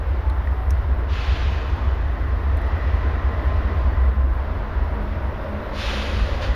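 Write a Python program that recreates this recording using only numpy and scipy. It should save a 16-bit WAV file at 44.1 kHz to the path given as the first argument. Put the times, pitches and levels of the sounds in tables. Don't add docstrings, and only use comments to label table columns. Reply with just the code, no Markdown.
import sys
import numpy as np
from scipy import signal
from scipy.fft import rfft, irfft, next_fast_len
from scipy.io import wavfile
from scipy.ndimage import uniform_filter1d, map_coordinates

SR = 44100
rng = np.random.default_rng(int(sys.argv[2]) if len(sys.argv) > 2 else 0)


def int16_out(signal):
    q = np.round(np.clip(np.atleast_2d(signal).T, -1, 1) * 32767)
    wavfile.write(sys.argv[1], SR, q.astype(np.int16))


N = 288855

CYCLE_HZ = 4.9455
STACK_HZ, STACK_WIDTH_HZ = 67.8, 30
DRONE_HZ, DRONE_CREST_S = 64.084, .0038
CAMERA_WHINE_HZ, FRAME_HZ, BAND_LIMIT_HZ = 14985, 29.97, 15300

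# crank angle in degrees, relative puff strength in dB.
CYLINDERS = [(107, -34.2), (141, -48.0), (195, -35.5), (249, -37.7), (316, -39.0), (367, -31.8),
             (450, -34.7), (510, -39.9), (533, -40.8), (634, -37.3), (698, -32.5), (719, -30.8)]
# time in seconds, exhaust beat in dB, ground rumble in dB.
ENGINE_LEVELS = [(0, -22.5, -30), (2.0, -23, -24), (3.3, -22, -28), (3.9, -18.5, -26), (4.45, -36.5, -24),
                 (5.2, -32, -24), (5.65, -59.5, -27), (5.9, -50, -25), (6.55, -63, -20.5)]
# time in seconds, level in dB.
DRONE_LEVELS = [(0, -27), (.5, -25), (1.2, -30), (2.65, -43), (3.05, -27), (3.7, -21.5), (3.9, -17),
                (4.15, -16), (4.3, -20), (4.5, -33), (5.2, -50), (5.9, -50), (6.55, -28)]
GEAR_LEVELS = [(0, -56), (1.9, -51.5), (3.0, -42.5), (3.9, -47), (4.3, -53), (5.3, -57), (6.55, -44)]
# time in seconds, roar in dB, sizzle in dB.
WHEEL_LEVELS = [(0, -35.5, -50), (1.2, -35, -50), (1.8, -33.5, -52), (2.3, -34.5, -49), (2.7, -32.5, -45),
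                (3.6, -32.5, -45), (4.1, -33.5, -48.5), (5.5, -34, -48), (5.9, -32.5, -44),
                (6.55, -32.5, -50)]
# time in seconds, pitch in Hz, level in dB.
HOWL_PATH = [(0, 645, -54), (2.4, 665, -49.5), (3.6, 632, -41.5), (4.8, 632, -44.5), (5.5, 590, -37.5),
             (5.9, 563, -37.5), (6.55, 568, -37)]
BLOWER_PATH = [(0, 1045, -62), (.85, 1045, -56), (1.15, 1048, -48), (2.3, 1048, -52), (2.9, 1045, -47),
               (3.8, 1042, -43.5), (4.3, 1035, -49), (4.9, 960, -49), (5.7, 910, -51), (6.55, 865, -50)]
# centre in seconds, half length in seconds, peak in dB.
MOTOR_SWELLS = [(3.22, 0.076, -44.5), (3.68, 0.077, -39), (4.107, 0.089, -42.5), (4.596, 0.17, -43),
                (5.06, 0.16, -38), (5.55, 0.06, -35), (5.762, 0.046, -40), (5.98, 0.08, -35.5),
                (6.186, 0.057, -34.5)]
# centre in seconds, half length in seconds, pitch in Hz, peak in dB.
SOFT_TONES = [(0.293, 0.15, 875, -42), (0.593, 0.11, 755, -44.5)]
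# start in seconds, ping gain in dB, ping pitch in Hz,
# smack gain in dB, smack pitch in Hz, seconds to fade by 60 dB.
LOUD_DRIPS = [(.2975, -44, 9500, -28, 3900, .025), (.4723, -48, 11000, -8, 1900, .012),
              (.5217, -52, 9500, -42, 4500, .008), (.7058, -32, 9800, -23, 5950, .02),
              (.7194, -54, 8900, -46, 5700, .04), (.7771, -51, 10600, -57, 5500, .012),
              (.9438, -50, 11000, -60, 5000, .012), (2.5701, -45, 10000, -58, 5000, .05),
              (2.6165, -43, 10000, -54, 6000, .012), (2.6658, -47, 9600, -30, 3000, .012)]
# start in seconds, level in dB, treble rise in seconds, hold in seconds,
# fade in dB a second, treble share in dB.
AIR_BLASTS = [(1.07, -36.5, 0.068, 0.22, 23, -6), (5.718, -33, 0.094, 0.11, 22, -2),
              (6.408, -39, 0.016, 0.02, 226, -3.5)]
# pitch in Hz, width in Hz, relative strength in dB.
JET_WHISTLES = [(2560, 42, 14.5), (2960, 63, 4.5), (3050, 11, 7.5), (3300, 53, -14)]

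# frequency in Hz, relative spectral density in dB.
GROUND_SPECTRUM = [(8, -25.5), (18, -19), (40, -4.5), (62, -0.5), (85, -5.5), (110, -16.5), (140, -32.5),
                   (200, -59)]
ROAR_SPECTRUM = [(90, -62), (128, 3), (146, 3.5), (165, -4.5), (240, -0.5), (300, -2), (480, -3),
                 (800, -5.5), (1050, -4.5), (1500, -9), (2000, -16), (2300, -25), (4000, -39), (6000, -85)]
SIZZLE_SPECTRUM = [(900, -37), (1700, -2), (2000, -2), (2200, -4), (3800, -13.5), (5500, -22.5),
                   (7000, -34.5), (9500, -44.5), (15000, -72.5)]
JET_BODY_SPECTRUM = [(500, -33), (900, -4), (1600, 2.5), (2500, -1.5), (3500, -6.5), (5500, -39.5)]
JET_EDGE_SPECTRUM = [(1900, -18.5), (2650, 0.5), (3500, 1.5), (4600, -3.5), (6000, -11.5), (7400, -20),
                     (8200, -44)]
JET_SPRAY_SPECTRUM = [(7000, -21), (8800, 2), (10500, -1.5), (12500, -6), (15300, -13.5)]
HISS_SPECTRUM = [(5000, -34.5), (8000, -3), (9500, -3.5), (12800, -0.5), (14000, -2), (15300, -6)]
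SIDE_HISS_SPECTRUM = [(400, -25.5), (1400, -14.5), (4000, -10), (8000, -3), (14500, 3), (15300, -1)]


def amp(db):
    return 10 ** (np.asarray(db) / 20)


def unit(x):
    return x / np.sqrt(np.mean(x ** 2) + 1e-20)


def curves(rows):
    times, *columns = np.transpose(rows)
    return [np.interp(np.arange(N) / SR, times, column) for column in columns]


def wobble(rate):
    return map_coordinates(rng.standard_normal(int(N * rate / SR) + 4), [np.arange(N) * rate / SR])


def filtered(x, response):
    size = next_fast_len(len(x) + SR)
    return irfft(rfft(x, size) * response(np.fft.rfftfreq(size, 1 / SR)), size)[:len(x)]


def shape(points):
    f, db = np.transpose(points)
    return lambda hz: amp(np.interp(np.log(hz + 1), np.log(f + 1), db, -120, -120))


def resonance(f, hz, width_hz):
    return 1j * f * width_hz / (hz * hz - f * f + 1j * f * width_hz)


def rush(response, patchy_db):
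    spectra = signal.stft(rng.standard_normal(N), nperseg=512)[2]
    patches = uniform_filter1d(uniform_filter1d(rng.standard_normal(spectra.shape), 5, 0), 16, 1)
    noise = signal.istft(spectra * amp(patchy_db * unit(patches)), nperseg=512)[1][:N]
    return unit(filtered(noise, response))


def wavering(hz, waver_hz, rate):
    return np.sqrt(2) * np.sin(2 * np.pi * np.cumsum(hz + waver_hz * wobble(rate)) / SR)


def swell(t, centre, half_length, peak_db):
    return amp(peak_db - 9.2 * ((t - centre) / half_length) ** 2)


def dip_db(t):
    return -2.5 * np.exp(-((t - 4.24) / .12) ** 2)


def engine(t):
    beat_db, rumble_db = curves(ENGINE_LEVELS)
    drone_db, = curves(DRONE_LEVELS)
    angle, puff_db = np.transpose(CYLINDERS)
    cycles = np.arange(int(N / SR * CYCLE_HZ) + 1)[:, None]
    firings = np.round((cycles + angle / 720) / CYCLE_HZ * SR).astype(int)
    strengths = amp(puff_db + .6 * rng.standard_normal(firings.shape))
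    puffs = np.bincount(firings.ravel(), strengths.ravel(), N)
    exhaust = lambda f: resonance(f, STACK_HZ, STACK_WIDTH_HZ) ** 2 / (1 + (f / 108) ** 8)
    beat = unit(filtered(puffs, exhaust)[:N])
    drone = np.sqrt(2) * np.cos(2 * np.pi * DRONE_HZ * (t - DRONE_CREST_S))
    rumble = rush(shape(GROUND_SPECTRUM), patchy_db=.47)
    return amp(beat_db) * beat + amp(drone_db) * drone + amp(rumble_db) * rumble


def wheels(t):
    roar_db, sizzle_db = curves(WHEEL_LEVELS)
    roar = amp(roar_db + dip_db(t) + .061 * wobble(3.6)) * rush(shape(ROAR_SPECTRUM), patchy_db=.7)
    sizzle_gain = amp(sizzle_db + 1.5 * dip_db(t) + .56 * wobble(6.3))
    return roar + sizzle_gain * rush(shape(SIZZLE_SPECTRUM), patchy_db=.7)


def rail_howl(t):
    hz, db = curves(HOWL_PATH)
    slow_noise = rush(lambda f: 1 / (1 + (f / 52) ** 4), patchy_db=-.6)
    return amp(db + dip_db(t)) * slow_noise * wavering(hz, waver_hz=8.31, rate=5)


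def gears(t):
    db, = curves(GEAR_LEVELS)
    band = shape([(1500, -26.5), (1850, 4), (2030, 3.5), (2150, -27)])
    return amp(db + dip_db(t)) * rush(band, patchy_db=2.5)


def motor(t):
    floor = amp(-62 + 2 * t)
    swells = sum(swell(t, *row) for row in MOTOR_SWELLS)
    return (floor + swells) * wavering(209.5, waver_hz=3, rate=14)


def blower(t):
    hz, db = curves(BLOWER_PATH)
    flutter_db = 2.2 * wobble(16) + 2.5 * wobble(3.09)
    return amp(db + dip_db(t) + flutter_db) * wavering(hz, waver_hz=9, rate=14)


def soft_tones(t):
    return sum(swell(t, centre, half_length, db) * wavering(hz, waver_hz=1.8, rate=6.9)
               for centre, half_length, hz, db in SOFT_TONES)


def drips():
    faint = [(N / SR * when, -60 - 2 * np.log(size), 8500 + 5000 * pitch, -64, 5000, .008)
             for when, size, pitch in rng.random((90, 3))]
    ring = lambda x, hz, q: signal.lfilter(*signal.iirpeak(hz, q, SR), x)
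    ring_twice = lambda x, hz, q: ring(ring(x, hz, q), hz, q)
    out, age = np.zeros(N + SR), np.arange(SR // 16) / SR
    for start, ping_db, ping_hz, smack_db, smack_hz, t60 in LOUD_DRIPS + faint:
        envelope = amp(-60 * age / t60) * np.clip(age / .00048, 0, 1)
        splat = envelope * rng.standard_normal((2, len(age)))
        ping = ring(splat[0], ping_hz, q=2.5)
        knock = amp(10) * ring_twice(splat[0], hz=2200, q=1.5)
        smack = ring_twice(splat[1], smack_hz, q=3.5)
        out[round(start * SR):][:len(age)] += amp(ping_db) * (ping + knock) + amp(smack_db) * smack
    return out[:N]


def air_valves(t):
    whistles = lambda f: sum(amp(db) * abs(resonance(f, hz, width)) for hz, width, db in JET_WHISTLES)
    body = rush(lambda f: shape(JET_BODY_SPECTRUM)(f) * (1 + .25 * whistles(f)), patchy_db=.6)
    edge = rush(shape(JET_EDGE_SPECTRUM), patchy_db=.7)
    spray = rush(shape(JET_SPRAY_SPECTRUM), patchy_db=.8)
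    out = np.zeros(N)
    for start, jet_db, rise, hold, fade_db_per_s, treble_db in AIR_BLASTS:
        level = amp(jet_db - fade_db_per_s * np.clip(t - start - rise - hold, 0, None))
        opened = lambda span: np.clip((t - start) / span, 0, 1)
        treble = amp(treble_db) * edge + amp(2 * treble_db - 20.5) * spray
        out += level * (opened(1.3 * rise) * body + opened(rise) * treble)
    return out


def scene():
    t = np.arange(N) / SR
    train = engine(t) + wheels(t) + rail_howl(t) + gears(t) + motor(t) + blower(t) + soft_tones(t)
    mono = train + drips() + air_valves(t)
    return np.array([mono, mono])


def record(dry):
    t = np.arange(N) / SR
    slot = lambda f: 1 - .9 * abs(resonance(f, 7970, 220)) ** 2
    notch = lambda f: slot(f) * (1 - .31 * abs(resonance(f, 7950, 900)) ** 2)
    hiss = amp(-71.5 + 1.5 * wobble(30) + .8 * wobble(1.7)) * rush(shape(HISS_SPECTRUM), patchy_db=1.5)
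    chop = 1 - np.exp(4 * (np.cos(2 * np.pi * FRAME_HZ * (t - .028)) - 1))
    whine = amp(-70 + 1.5 * wobble(40)) * chop * np.sin(2 * np.pi * CAMERA_WHINE_HZ * t)
    side = amp(-40) * filtered(dry[0], lambda f: 1 / (1 + f / 150))
    side += amp(-83) * rush(shape(SIDE_HISS_SPECTRUM), patchy_db=5)
    channels = [filtered(x + hiss, notch) + whine + sign * side for x, sign in zip(dry, (1, -1))]
    dc_offset = .0071
    return np.array([filtered(x, lambda f: f < BAND_LIMIT_HZ) for x in channels]) + dc_offset


dry = scene()
out = record(dry)
int16_out(out)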